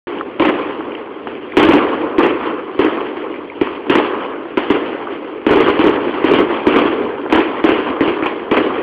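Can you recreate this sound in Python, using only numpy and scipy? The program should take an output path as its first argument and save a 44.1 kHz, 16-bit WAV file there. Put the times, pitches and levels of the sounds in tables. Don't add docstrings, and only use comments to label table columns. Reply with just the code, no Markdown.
import sys
import numpy as np
from scipy import signal
from scipy.fft import rfft, irfft
from scipy.io import wavfile
from scipy.ndimage import uniform_filter1d

SR = 44100
rng = np.random.default_rng(int(sys.argv[2]) if len(sys.argv) > 2 else 0)


def rack_gain(trim_db):
    fader = np.asarray(trim_db, float)
    return 10 ** (fader / 20)


def dump_mix(stems):
    frames = np.atleast_2d(stems).T
    limited = np.clip(frames, -1, 1)
    pcm = np.round(limited * 32767).astype(np.int16)
    wavfile.write(sys.argv[1], SR, pcm)


N = 388962

# frequency_hz, level_db (per Hz)
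PATH_COLOUR = [(20, -50.5), (59, -24), (98, -19), (197, -21), (250, -12.5), (300, -3.5), (420, -3.5),
               (520, -9.5), (641, -21.5), (1080, -16), (1480, -26.5), (2390, -23.5), (3200, -24.5),
               (3840, -44), (4500, -43.5), (5850, -86), (9900, -120)]
BAND_EDGES_HZ = (0.1, 225, 650, 1500, 30000)
# start_s, boom_peak_db, brightness_db, cliff_lag_s, cliff_minus_boom_db
SHELLS = [(0.398, 3, 1.5, .054, -2.5), (1.57, 7.5, -1, .060, -5.5), (1.597, -1, 1.5, 0.072, -5),
          (1.688, 5.5, -0.5, 0.046, -2.5), (2.183, 3, 0.5, 0.048, 0), (2.792, 1, 2.5, .054, -3),
          (3.898, 1, 4.5, .056, 1.5), (4.702, 1, 2, 0.04, -5.5), (5.466, 3.5, -3, 0.057, -5.5),
          (5.507, 3, -3.5, .048, 0), (5.603, 2, 0, .060, -0.5), (5.792, 3.5, -1, 0.048, -1.5),
          (6.242, 2.5, -1.5, 0.042, -3), (6.337, 3, -0.5, .049, 0), (6.669, 5.5, -1, .055, -9),
          (6.761, 5.5, -2, 0.056, -8.5), (7.325, 3, 3.5, .050, -3), (7.641, 3.5, 0.5, .048, -0.5),
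          (8.008, 3, -2.5, .055, -8), (8.514, 2.5, -1, .054, 2.5)]
# start_s, boom_peak_db,
# brightness_db, extra_roll_db
BANGS = [(0.040, -22.5, -4, 20.5), (0.489, -3.5, -2, -3.5), (0.420, -3.5, 3.5, -5.5), (1.271, -13, 2.5, 3),
         (1.531, -21.5, 3.5, -3), (1.627, 1, 0, -4), (1.814, -6.5, -9.5, -1.5), (3.980, -1.5, -1, -9.5),
         (6.314, -1.5, 1.5, -10), (1.784, -7, 4, 0), (3.17, -17, 5, 7.5), (3.613, 0.5, -1, -1),
         (4.573, 0, 4, -1.5), (5.105, -18, 7.5, 8), (5.891, -4, -5, -9), (5.684, -2.5, -1.5, -10),
         (6.002, -18, 2, 12.5), (6.069, -10.5, -8.5, -8.5), (6.142, -13.5, 6, 6), (5.864, -0.5, -1.5, -7),
         (6.8525, -6, -5, -2.5), (7.3, -11.5, 8.5, 5), (6.787, -6.5, 6.5, -2.5), (8.259, -12.5, 11, -7),
         (7.901, -9, 0, -9.5), (8.078, -4, 2.5, -13), (8.225, -11, 6, 6.5), (8.664, -7, -7.5, -7),
         (7.350, -3, 0, -2), (8.783, -7.5, -4, -10)]
# share_of_cliff_lag (ratio), level_under_boom_db, brightness_db
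SIDE_ECHOES = [
    (.44, -12.5, 3.5),
    (1.299, -4.5, -5),
    (1.602, -6.5, -2),
]
# start_s, peak_db, centre_hz, t60_s
DULL_STARS = [(0.209, -7.5, 1250, 0.015), (0.805, -8.5, 1010, 0.023), (1.27, -12, 1210, 0.011),
              (1.534, -22, 980, 0.011), (2.2, -9, 1150, 0.023), (2.503, -34, 1210, 0.015),
              (3.671, -11, 1030, 0.0078), (5.071, -14, 1010, 0.019), (5.698, -11.5, 1091, 0.014),
              (5.811, -22.5, 1080, 0.017), (7.261, -9.5, 990, 0.0099)]
# start_s, peak_db, centre_hz, t60_s
BRIGHT_STARS = [(0.184, -22.5, 2730, 0.02), (0.9183, -24, 2470, 0.015), (0.949, -16, 2510, 0.018),
                (1.2346, -41, 2360, 0.017), (1.271, -40, 2230, 0.013), (1.5199, -22, 2240, 0.013),
                (1.6497, -10, 2640, 0.0071), (3.0754, -43, 1980, 0.015), (3.0964, -29, 2460, 0.015),
                (3.3407, -24, 2200, 0.012), (3.4984, -25, 2220, 0.016), (3.8624, -43, 2450, 0.015),
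                (4.2443, -35.5, 2310, 0.023), (5.3484, -27, 1970, 0.013), (5.3774, -31, 2110, 0.023),
                (8.234, -12, 2450, 0.015), (8.259, -12, 2550, 0.09)]
TOWN_DB = (-50, -30.5, -42.5, -45)
ROLL_T60_SHARE = (0.74, 0.79, 0.95, 0.52)
RATTLE_T60_SHARE = (0.86, 0.76, 0.97, 0.99)

START_S, CLIP_LEVEL = .0705, .715
TOP_HZ, PHONE_RATE_HZ = 4950, 8000
RING_HZ = 347.2
THUD_DB, BARK_DB, CRACK_DB, COLOUR_SCATTER_DB = -24, -11, -14.5, 1.5
DIRECT_FRONT_DB, ECHO_FRONT_DB = 3.5, -1.5
DIRECT_T60_S, ECHO_T60_S, RATTLE_T60_S, ECHO_THUD_DB = 0.15, 0.11, 0.12, -4
CLIFF_SHARE = 0.61
ROLL_DB, ROLL_THUD_DB, ROLL_BARK_DB, ROLL_CRACK_DB, ROLL_BRIGHT_SHARE = -22, -19, -5.5, -8, 0.43
ROLL_T60_S, BANG_ROLL_T60_S, ROLL_RISE_S = 2.654, 2.4, 0.0098
FAR_POPS, FAR_POP_DB, FAR_SCATTER_DB, FAR_T60_S, FAR_BRIGHT_DB = 70, -26, 5, 0.046, 4.5


def decay(t60_s, length):
    return np.exp(-np.log(1000) * np.arange(length) / SR / max(t60_s, .003))


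def scatter(per_s, spread_db):
    chance, size = rng.random(N), rng.exponential(size=N)
    clicks = (chance < per_s / SR) * rng.standard_normal(N) * rack_gain(spread_db * size)
    return clicks / np.sqrt(np.mean(clicks ** 2))


def flicker(per_s, depth_db):
    hold = int(SR / per_s)
    steps = np.repeat(rng.standard_normal(N // hold + 1), hold)
    smooth = uniform_filter1d(uniform_filter1d(steps, hold), hold)
    return rack_gain(depth_db * smooth[:N])


def causal(gain_db):
    cepstrum = irfft(gain_db * np.log(10) / 20)
    half = len(cepstrum) // 2
    cepstrum[1:half] *= 2
    cepstrum[half + 1:] = 0
    response = irfft(np.exp(rfft(cepstrum)))[:half]
    return response / np.sqrt(np.sum(response ** 2))


def band_responses(slope_db=30):
    log_hz = np.log2(np.arange(1, 4098) * SR / 8192)
    hz, db = np.transpose(PATH_COLOUR)
    colour = np.interp(log_hz, np.log2(hz), np.maximum(db, -70))
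    edges = np.log2(BAND_EDGES_HZ)
    responses = []
    for low, high in zip(edges, edges[1:]):
        octaves_out = np.maximum(low - log_hz, 0) + np.maximum(log_hz - high, 0)
        responses.append(causal(colour - slope_db * octaves_out))
    return responses


def rolls():
    rows = []
    for s, db, bright_db, _, echo_db in SHELLS:
        both_db = db + 10 * np.log10(1 + rack_gain(echo_db) ** 2)
        rows.append((s, both_db, bright_db, ROLL_T60_S))
    for s, db, bright_db, extra_db in BANGS:
        rows.append((s, db + extra_db, bright_db, BANG_ROLL_T60_S))
    coloured = []
    for s, db, bright_db, t60_s in rows:
        tint_db = ROLL_BRIGHT_SHARE * bright_db
        coloured.append((s, db + ROLL_DB, ROLL_BARK_DB + tint_db, ROLL_CRACK_DB + tint_db, t60_s))
    return coloured


def valley():
    power = np.repeat(rack_gain(np.array(TOWN_DB))[:, None] ** 2, N, axis=1)
    for s, roll_db, bark_db, crack_db, t60_s in rolls():
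        i = int(s * SR)
        rise = 1 - np.exp(-np.arange(N - i) / SR / ROLL_RISE_S)
        for band, colour_db in enumerate((ROLL_THUD_DB, 0, bark_db, crack_db)):
            fade = decay(t60_s * ROLL_T60_SHARE[band], N - i)
            power[band, i:] += (rack_gain(roll_db + colour_db) * rise * fade) ** 2
    echoes = scatter(per_s=12000, spread_db=1.48) * flicker(per_s=49, depth_db=0.98)
    return np.array([np.sqrt(p) * flicker(per_s=20, depth_db=1.5) * echoes for p in power])


def stars():
    ticks = DULL_STARS + BRIGHT_STARS
    out, grit = np.zeros(N), rng.standard_normal((len(ticks), 2000))
    for (s, db, hz, t60_s), noise in zip(ticks, grit):
        i = int(s * SR)
        ring = np.hanning(90) * np.sin(2 * np.pi * hz * np.arange(90) / SR)
        tick = np.convolve(noise * decay(t60_s, len(noise)), ring)
        out[i:i + len(tick)] += rack_gain(db) * tick / np.max(np.abs(tick))
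    return signal.sosfilt(signal.butter(8, 3500, fs=SR, output="sos"), out)


def arrivals():
    rows = [(s, db, 0, bright_db, RATTLE_T60_S, DIRECT_FRONT_DB) for s, db, bright_db, _ in BANGS]
    for s, db, bright_db, lag_s, echo_db in SHELLS:
        rows.append((s, db, 0, bright_db, DIRECT_T60_S, DIRECT_FRONT_DB))
        cliff = (1, (1 - CLIFF_SHARE) * echo_db, 0)
        for share, side_db, tint_db in [cliff] + SIDE_ECHOES:
            level_db = db + side_db + CLIFF_SHARE * echo_db
            rows.append((s + share * lag_s, level_db, ECHO_THUD_DB, bright_db + tint_db,
                         ECHO_T60_S, ECHO_FRONT_DB))
    for when, size in rng.random((FAR_POPS, 2)):
        s = START_S + when * (N / SR - .2)
        level_db = FAR_POP_DB + FAR_SCATTER_DB * (2 * size - 1)
        rows.append((s, level_db, 0, FAR_BRIGHT_DB, FAR_T60_S, DIRECT_FRONT_DB))
    tints = COLOUR_SCATTER_DB * rng.standard_normal((len(rows), 3))
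    return [(s, db, THUD_DB + thud_db + a, BARK_DB + bright_db + b, CRACK_DB + bright_db + c, t60_s, front_db)
            for (s, db, thud_db, bright_db, t60_s, front_db), (a, b, c) in zip(rows, tints)]


def blasts():
    events = arrivals()
    drive, rattle = np.zeros((4, N)), scatter(per_s=9000, spread_db=1.0)
    fronts = np.array([20.0, 7.7, 3.8, 7.5])
    rattle_share = np.array([[1.], [.6], [1.], [1.]])
    t = np.arange(700) / SR
    detunes = 0.15 * rng.standard_normal(len(events))
    for (s, boom_db, thud_db, bark_db, crack_db, t60_s, front_db), detune in zip(events, detunes):
        i = int((s - .001) * SR)
        end = min(i + SR // 2, N)
        fades = np.array([decay(t60_s * share, end - i) for share in RATTLE_T60_SHARE])
        gains = rack_gain(boom_db + np.array([thud_db - 3.5, -7.5, bark_db - 7.5, crack_db - 9.0]))
        drive[:, i:end] += gains[:, None] * rattle_share * fades * rattle[i:end]
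        drive[:, i] += gains * fronts * rack_gain(front_db)
        ring = np.sin(2 * np.pi * RING_HZ * (1 + detune) * t) * decay(0.028, len(t))
        drive[1, i:i + len(t)] += 0.22 * gains[1] * rack_gain(front_db) * ring
    return drive


def scene():
    drive = blasts() + valley()
    heard = sum(signal.fftconvolve(d, h)[:N] for d, h in zip(drive, band_responses()))
    return (heard + stars())[None]


def blotchy(x, depth_db, width_bins, length_frames):
    _, _, spectrum = signal.stft(x, nperseg=256)
    field = rng.standard_normal(spectrum.shape)
    field = uniform_filter1d(uniform_filter1d(field, width_bins, axis=0), length_frames, axis=1)
    field[:5] = 0
    patchy = spectrum * rack_gain(depth_db * field / field.std())
    return signal.istft(patchy, nperseg=256)[1][:N]


def roll_off(x):
    return signal.sosfilt(signal.butter(12, 16470, fs=SR, output="sos"), x)


def record(dry):
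    t = np.arange(N) / SR
    rounded = .95 * np.tanh(dry / .95)
    patchy = blotchy(rounded[0], depth_db=2.1, width_bins=2, length_frames=8) * (t > START_S)
    voice = signal.sosfilt(signal.butter(4, 3950, fs=SR, output="sos"), patchy)
    mirrored = voice * (1 + rack_gain(-26.5) * np.cos(2 * np.pi * PHONE_RATE_HZ * t))
    narrow = signal.sosfilt(signal.ellip(9, .2, 90, TOP_HZ, fs=SR, output="sos"), mirrored)
    clipped = np.clip(narrow, -CLIP_LEVEL, CLIP_LEVEL)[None]
    return roll_off(clipped)


dry = scene()
out = record(dry)
dump_mix(out)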